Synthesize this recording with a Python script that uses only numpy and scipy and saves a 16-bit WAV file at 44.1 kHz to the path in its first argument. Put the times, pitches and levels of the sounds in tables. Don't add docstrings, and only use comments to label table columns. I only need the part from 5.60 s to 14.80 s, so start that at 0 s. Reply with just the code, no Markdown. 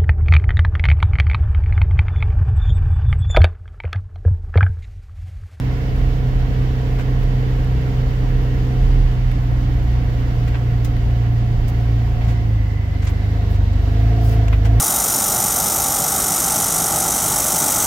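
import sys
import numpy as np
from scipy import signal
from scipy.fft import rfft, irfft, next_fast_len
from scipy.io import wavfile
from scipy.ndimage import uniform_filter1d

SR = 44100
rng = np.random.default_rng(int(sys.argv[2]) if len(sys.argv) > 2 else 0)


def dump_mix(stems):
    frames = np.atleast_2d(stems).T
    limited = np.clip(frames, -1, 1)
    pcm = np.round(limited * 32767).astype(np.int16)
    wavfile.write(sys.argv[1], SR, pcm)


def rack_gain(trim_db):
    fader = np.asarray(trim_db, float)
    return 10 ** (fader / 20)


N = 405719


def curves(table):
    s, *columns = np.transpose(table)
    return [np.interp(np.arange(N) / SR, s, column) for column in columns]


def at(table, hz):
    table_hz, value = np.transpose(table)
    return np.interp(np.log(hz + 1), np.log(table_hz + 1), value)


def unit(x):
    return x / np.sqrt(np.mean(x ** 2))


def walk(rate):
    levels = np.resize(rng.standard_normal(400), int(N * rate / SR) + 2)
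    glide = np.interp(np.arange(0, len(levels), .125), np.arange(len(levels)), levels)
    glide = uniform_filter1d(glide, size=5)
    return 1.3 * np.interp(np.arange(N) * (8 * rate / SR), np.arange(len(glide)), glide)


def swells(rows, width_s):
    t = np.arange(N) / SR
    return sum(db * np.exp(-((t - s) / width_s) ** 2) for s, db in rows)


def ring(x, hz, width_hz):
    return signal.lfilter(*signal.iirpeak(hz, hz / width_hz, SR), x)


# (time [s], cycle rate [Hz], throttle against cruising [dB])
ENGINE_RUN = [(0, 31.73, 0.5), (1.8, 31.58, 0.5), (3.3, 31.45, 2.5), (3.7, 30.42, -7), (4.7, 29.94, -4.5),
              (5.3, 29.29, -8.5), (6.76, 28.56, -5), (7.0, 26.25, -18.5), (7.25, 25.1, -20),
              (7.5, 24.43, -13.5), (7.78, 26.08, -6.5), (8.12, 24.0, -8.5), (8.3, 25.45, 0),
              (8.5, 27.88, 1.5), (8.8, 27.55, 4.5), (8.97, 25.59, -7.5), (9.1, 27.2, 4), (9.2, 28.06, 1)]
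# (time [s], second firing against the first [dB], left minus right [dB])
FIRING_LOAD = [(0, -24, -1.7), (4, -22, -1.2), (6.8, -12, -1.1), (8.2, -8, -.5), (8.45, -3, -.6),
               (9.2, -4, -.9)]


def engine():
    hz, throttle_db = curves(ENGINE_RUN)
    hz = uniform_filter1d(hz, size=3000) + 0.053 * walk(5.)
    second_db, pan_db = curves(FIRING_LOAD)
    turns = np.cumsum(hz) / SR
    low = crank_boom(hz, turns, throttle_db, pan_db)
    rasp = exhaust(hz, turns, throttle_db, second_db)
    return low + rasp + intake_howl(hz, turns, throttle_db, second_db) + gear_whine(turns)


# (frequency [Hz], level [dB])
CAB_LOW_ORDERS = [(48, -18.5), (56, -16), (63, -25.5), (73, -17.5), (83, -26.5), (95, -31)]
# (frequency [Hz], level [dB])
CAB_FOURTH_ORDER = [(97, -17.5), (110, -16), (117, -17.5), (127, -21)]
# (time [s], gain [dB])
MOUNT_RUTS = [(.45, 6.5), (1.15, 0), (1.4, 1), (1.75, -5), (2.15, 6), (2.6, 0), (4.3, 6.5), (5.4, -4),
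              (7.33, -6), (8.3, 0.5), (8.97, 5.5), (9.19, 2), (6.3, 2), (5.95, -7)]


def crank_boom(hz, turns, throttle_db, pan_db):
    def order_db(cab, order, wander):
        return at(cab, order * hz) + 0.2 * throttle_db + wander * 0.34 * walk(4.)

    crank_db = order_db(CAB_LOW_ORDERS, 2., 1.2) + swells(MOUNT_RUTS, 0.072) + 1.3 * walk(12.)
    third_db = order_db(CAB_LOW_ORDERS, 3., 1.1)
    fourth_db = order_db(CAB_FOURTH_ORDER, 4., .6) + 1.27 * walk(15.)
    boom_hz, boom_width_hz = 57, 3
    lag = 1.1 + np.arctan((2 * hz - boom_hz) / boom_width_hz)
    boom = rack_gain(crank_db) * np.cos(4 * np.pi * turns - lag)
    boom -= rack_gain(third_db) * (np.cos(6 * np.pi * turns) + rack_gain(-11.5) * np.cos(10 * np.pi * turns))
    boom += rack_gain(fourth_db) * np.cos(8 * np.pi * turns)
    boom *= np.sqrt(2)
    late = np.interp(np.arange(N) - 10, np.arange(N), boom)
    return np.array([late * rack_gain(pan_db / 2), boom * rack_gain(-pan_db / 2)])


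# (frequency [Hz], width [Hz], one order at the centre [dB],
# share heard across the cab [-1 to 1], share of the load it follows [ratio])
EXHAUST_PIPES = [(160, 90, -42, -.1, .1), (262, 70, -40.5, -.2, .6), (335, 40, -49, .9, .3),
                 (410, 30, -43.5, -.3, .7), (443, 14, -50, -.3, 2), (472, 28, -43, -.3, .7),
                 (550, 70, -62, .5, .4)]


def exhaust(hz, turns, throttle_db, second_db):
    firing = np.flatnonzero(np.diff(np.floor(2 * turns)))
    pulses = np.zeros(N)
    pulses[firing] = rack_gain(.8 * rng.standard_normal(len(firing)))
    pulses[firing[1::2]] *= rack_gain(second_db[firing[1::2]])
    gas = .008 * np.exp(-(2 * turns % 1) / .4) * rng.standard_normal(N)
    drive = smear(pulses + gas) * SR / hz / np.sqrt(2)
    load_db = -37 + throttle_db + 0.64 * walk(5.) + 37.5
    rasp = 0
    for k, (f, width, db, across, follow) in enumerate(EXHAUST_PIPES):
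        tone = ring(ring(drive, f, width), f, width)
        tone = (-1) ** k * rack_gain(db + follow * load_db) * tone
        rasp = rasp + tone * (1 + across * np.array([[1], [-1]]))
    return rasp


def smear(x):
    size = next_fast_len(N)
    hz = np.fft.rfftfreq(size, 1 / SR)
    phase = 2.4 * np.cos(2 * np.pi * hz / 150) + 1.5 * np.cos(2 * np.pi * hz / 83)
    return irfft(rfft(x, size) * np.exp(1j * phase), size)[:N]


def intake_howl(hz, turns, throttle_db, second_db):
    box_hz, box_width_hz, pulled_order = 712.4, 23, 25.1
    pull = np.clip(1.5 * rack_gain(2 * second_db), 0, 1)
    centre_hz = box_hz + pull * (pulled_order * hz - box_hz)
    level_db = -36.5 + 0.73 * throttle_db - 0.53 * (hz - 27.3) ** 2
    howl = 0
    for order in range(21, 32):
        inside = 1 / (1 + ((order * hz - centre_hz) / box_width_hz) ** 2)
        howl = howl + inside * np.cos(2 * np.pi * order * turns + .52 * order ** 2)
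    return howl * rack_gain(level_db + 0.92 * walk(30.) + 1.2 * walk(15.)) * np.array([[.85], [1.15]])


# (time [s], half length [s], level [dB])
OVERRUN_WHINES = [
    (6.45, .4, -53),
    (7.95, .22, -50),
]


def gear_whine(turns):
    t = np.arange(N) / SR
    level = sum(rack_gain(db) * np.exp(-((t - s) / half_s) ** 2) for s, half_s, db in OVERRUN_WHINES)
    return level * rack_gain(1.5 * walk(25.)) * np.cos(2 * np.pi * 38 * turns)


# (time [s], tyre lug rate [Hz], ground roughness [dB])
TRAIL = [(0, 39.14, 1), (1, 38.5, 4), (3.1, 39.1, 1), (4.5, 37.45, 1), (5.4, 36, -1), (6.2, 31.93, -6.5),
         (6.6, 31.75, 2), (7.1, 36.7, -18), (9.2, 36.8, -13.5)]
# (time [s], hum gain [dB])
TUSSOCK_HITS = [
    (.55, 8),
    (1.05, 3),
    (1.75, 7),
    (2.7, 7),
    (3.42, 10.5),
    (4.2, 7.5),
    (4.9, 6),
    (6.0, 9.5),
]


def tread():
    hz, rough_db = curves(TRAIL)
    hum_db = -28.5 + rough_db + swells(TUSSOCK_HITS, 0.31)
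    phase = 2 * np.pi * np.cumsum(hz + 0.56 * walk(3.8)) / SR
    hum = rack_gain(hum_db + 3.0 * walk(9.)) * (np.cos(phase) + rack_gain(-15.0) * np.cos(2 * phase))
    return np.sqrt(2) * np.array([np.roll(hum, 25), rack_gain(3.0) * hum])


# (time [s], swish peak level [dB], snap level [dB], knock level [dB])
STALK_TICKS = [(1.6322, -37, -53, -40), (2.0443, -39, -51, -40), (2.2079, -46, -49, -42),
               (3.049, -46, -39, -40), (3.714, -34, -51, -28), (5.246, -24, -31, -40),
               (5.365, -41, -47, -29), (5.507, -49, -51, -37), (8.1308, -45, -37, -46),
               (8.8808, -40, -28, -23)]
STALK_WHIPS = [(0.3444, -45, -56, -39), (1.3832, -42, -38, -28.5), (1.4024, -51, -43, -41),
               (4.8695, -41, -38, -30.5), (4.9398, -60, -60, -26), (5.244, -37, -32.5, -34),
               (6.075, -32.5, -35, -37), (6.6054, -63, -60, -30.5), (6.6344, -49, -41, -36),
               (7.417, -47, -36, -34), (7.44, -38, -40, -40), (7.4654, -57, -28.5, -29),
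               (7.4894, -39, -55, -38), (7.9394, -51, -42, -41), (8.9219, -38, -46, -21.5),
               (9.0454, -36, -31, -26)]
STALK_BRUSHES = [(6.6695, -43, -38, -34.5), (7.8898, -42, -51, -52), (8.6, -40, -55, -59),
                 (8.6341, -36, -41, -46), (8.6695, -38, -39, -40), (8.7094, -38, -48, -37)]
# (frequency [Hz], width [Hz], level [dB])
DOOR_SKIN = [(716, 310, 3.5), (1070, 560, -0.5), (1520, 120, -2), (1970, 220, -1), (2330, 540, -6)]


def stalks():
    shape = np.zeros((3, N))
    kinds = ((STALK_TICKS, .007, .1), (STALK_WHIPS, .024, .32), (STALK_BRUSHES, .052, .35))
    for rows, length_s, attack in kinds:
        u = np.arange(int(2.8 * length_s * SR)) / (length_s * SR)
        env = np.minimum(u / attack, 1) * np.exp(-1.5 * np.maximum(u - attack, 0) ** 2)
        for s, swish_db, snap_db, knock_db in rows:
            i = int(s * SR)
            peaks = rack_gain(np.array([[swish_db - 8.5], [snap_db - 10.5], [knock_db - 6.5]]))
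            shape[:, i:i + len(u)] += (peaks * env)[:, :N - i]
    roughness = rack_gain(1.6 * rng.standard_normal(N // 40 + 1).repeat(40)[:N])
    grain = rng.standard_normal((3, 2, N)) * roughness
    swish = signal.sosfilt(signal.butter(3, 10300, "high", fs=SR, output="sos"), grain[0])
    snap = signal.sosfilt(signal.butter(3, (3100, 7800), "band", fs=SR, output="sos"), grain[1])
    hits = shape[2] * grain[2]
    knock = sum(rack_gain(db + 23) * ring(hits, f, w) / np.sqrt(w / 10) for f, w, db in DOOR_SKIN)
    knock = rack_gain(1.5) * signal.sosfilt(signal.butter(3, 3600, fs=SR, output="sos"), knock)
    return shape[0] * unit(swish) + shape[1] * unit(snap) + knock


# (start [s], end [s], frequency [Hz], width [Hz], level [dB])
PANEL_BUZZES = [
    (2.4, 3.2, 1760, 40, -57),
    (6.65, 7.85, 2030, 70, -46),
    (8.2, 9.6, 1650, 150, -52),
    (-2, 11, 4690, 35, -66),
    (7.3, 8.7, 3900, 600, -53),
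    (8.6, 8.78, 4900, 700, -50),
]


def panels():
    t, shake = np.arange(N) / SR, rng.standard_normal((2, N))
    out = 0
    for start, end, hz, width_hz, db in PANEL_BUZZES:
        swell = np.sqrt(np.clip(4 * (t - start) * (end - t), 0, None)) / (end - start)
        out = out + rack_gain(db) * swell * unit(ring(shake, hz, width_hz))
    return out


# (frequency [Hz], level per Hz [dB])
GROUND_RUMBLE = [(18, -31.5), (26, -9), (34, -13.5), (50, 1.5), (75, -5), (95, -10), (140, -7.5),
                 (200, -41)]
BODY_DRONE = [(90, -34.5), (150, 5), (220, -2), (300, -4), (370, -10), (450, -7.5), (600, -14), (720, -10),
              (900, -25.5), (1300, -43.5)]
BELT_FAN_GRASS_HISS = [(470, -39), (800, -1.5), (1050, -5.5), (1800, -5.5), (2200, -7), (2420, -11),
                       (2750, -9), (3890, -15), (4350, -16), (7620, -26), (8960, -36.5), (12100, -28),
                       (15700, -29.5)]


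def rolling():
    rough_db = curves(TRAIL)[1]
    throttle_db = uniform_filter1d(curves(ENGINE_RUN)[1], size=12000)
    rumble = rack_gain(-27.5 + 0.13 * rough_db) * wash(GROUND_RUMBLE, 0.22, 3.0, 1.0, 0)
    drone_db = -31 + 0.061 * rough_db + 0.081 * throttle_db
    drone = rack_gain(drone_db) * wash(BODY_DRONE, 0.58, 23.0, 0.18, 2.6)
    hiss = rack_gain(-38.5 + 0.19 * throttle_db) * wash(BELT_FAN_GRASS_HISS, 0.62, 25., 0.31, 2.35)
    return rumble + drone + hiss


# (frequency [Hz], left-right correlation [-1 to 1])
STEREO_LIKENESS = [(60, 0.92), (130, 1), (290, 0.58), (640, 0.49), (1410, -0.31), (3100, 0.08),
                   (6820, -0.13), (15000, 0.078)]
# (frequency [Hz], left minus right [dB])
STEREO_SKEW = [(60, 6.5), (110, -2), (200, -2.5), (380, -5), (700, -1.5), (1290, -4.5), (2380, -5),
               (4400, 0), (8120, -1.5), (15000, -2)]


def wash(spectrum, flicker_db, flicker_rate, swell_db, ripple_db):
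    size = next_fast_len(N)
    hz = np.fft.rfftfreq(size, 1 / SR)
    alike = np.clip(at(STEREO_LIKENESS, hz), -1, 1)
    mid, side = rfft(rng.standard_normal((2, size))) * np.sqrt([1 + alike, 1 - alike])
    skew = rack_gain(at(STEREO_SKEW, hz) / 2)
    pair = np.array([(mid + side) * skew, (mid - side) / skew]) * rack_gain(at(spectrum, hz))
    ripple = uniform_filter1d(uniform_filter1d(rng.standard_normal(pair.shape), size=300), size=300)
    pair = pair * rack_gain(ripple_db * unit(ripple))
    swell = .4 * walk(3.) + walk(20.)
    lowest, highest = np.floor(np.log2(spectrum[0][0])), np.log2(spectrum[-1][0])
    out = 0
    for octave in np.arange(lowest, highest + 1):
        share = np.cos(np.pi / 2 * np.clip(np.log2(hz + 1) - octave, -1, 1)) ** 2
        band = irfft(pair * share, size)[:, :N]
        out = out + band * rack_gain(swell_db * swell + flicker_db * walk(flicker_rate))
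    return unit(out)


def scene():
    return engine() + tread() + stalks() + panels() + rolling()


def band_limit(x):
    return signal.sosfilt(signal.butter(12, 16660, fs=SR, output="sos"), x)


def record(dry):
    limit = 1.46
    mix = limit * np.tanh(dry / limit)
    mix = signal.sosfilt(signal.butter(2, 22, "high", fs=SR, output="sos"), mix)
    mix = signal.sosfilt(signal.ellip(14, .3, 90, 15800, fs=SR, output="sos"), mix)
    return band_limit(mix)


dry = scene()
out = record(dry)
dump_mix(out)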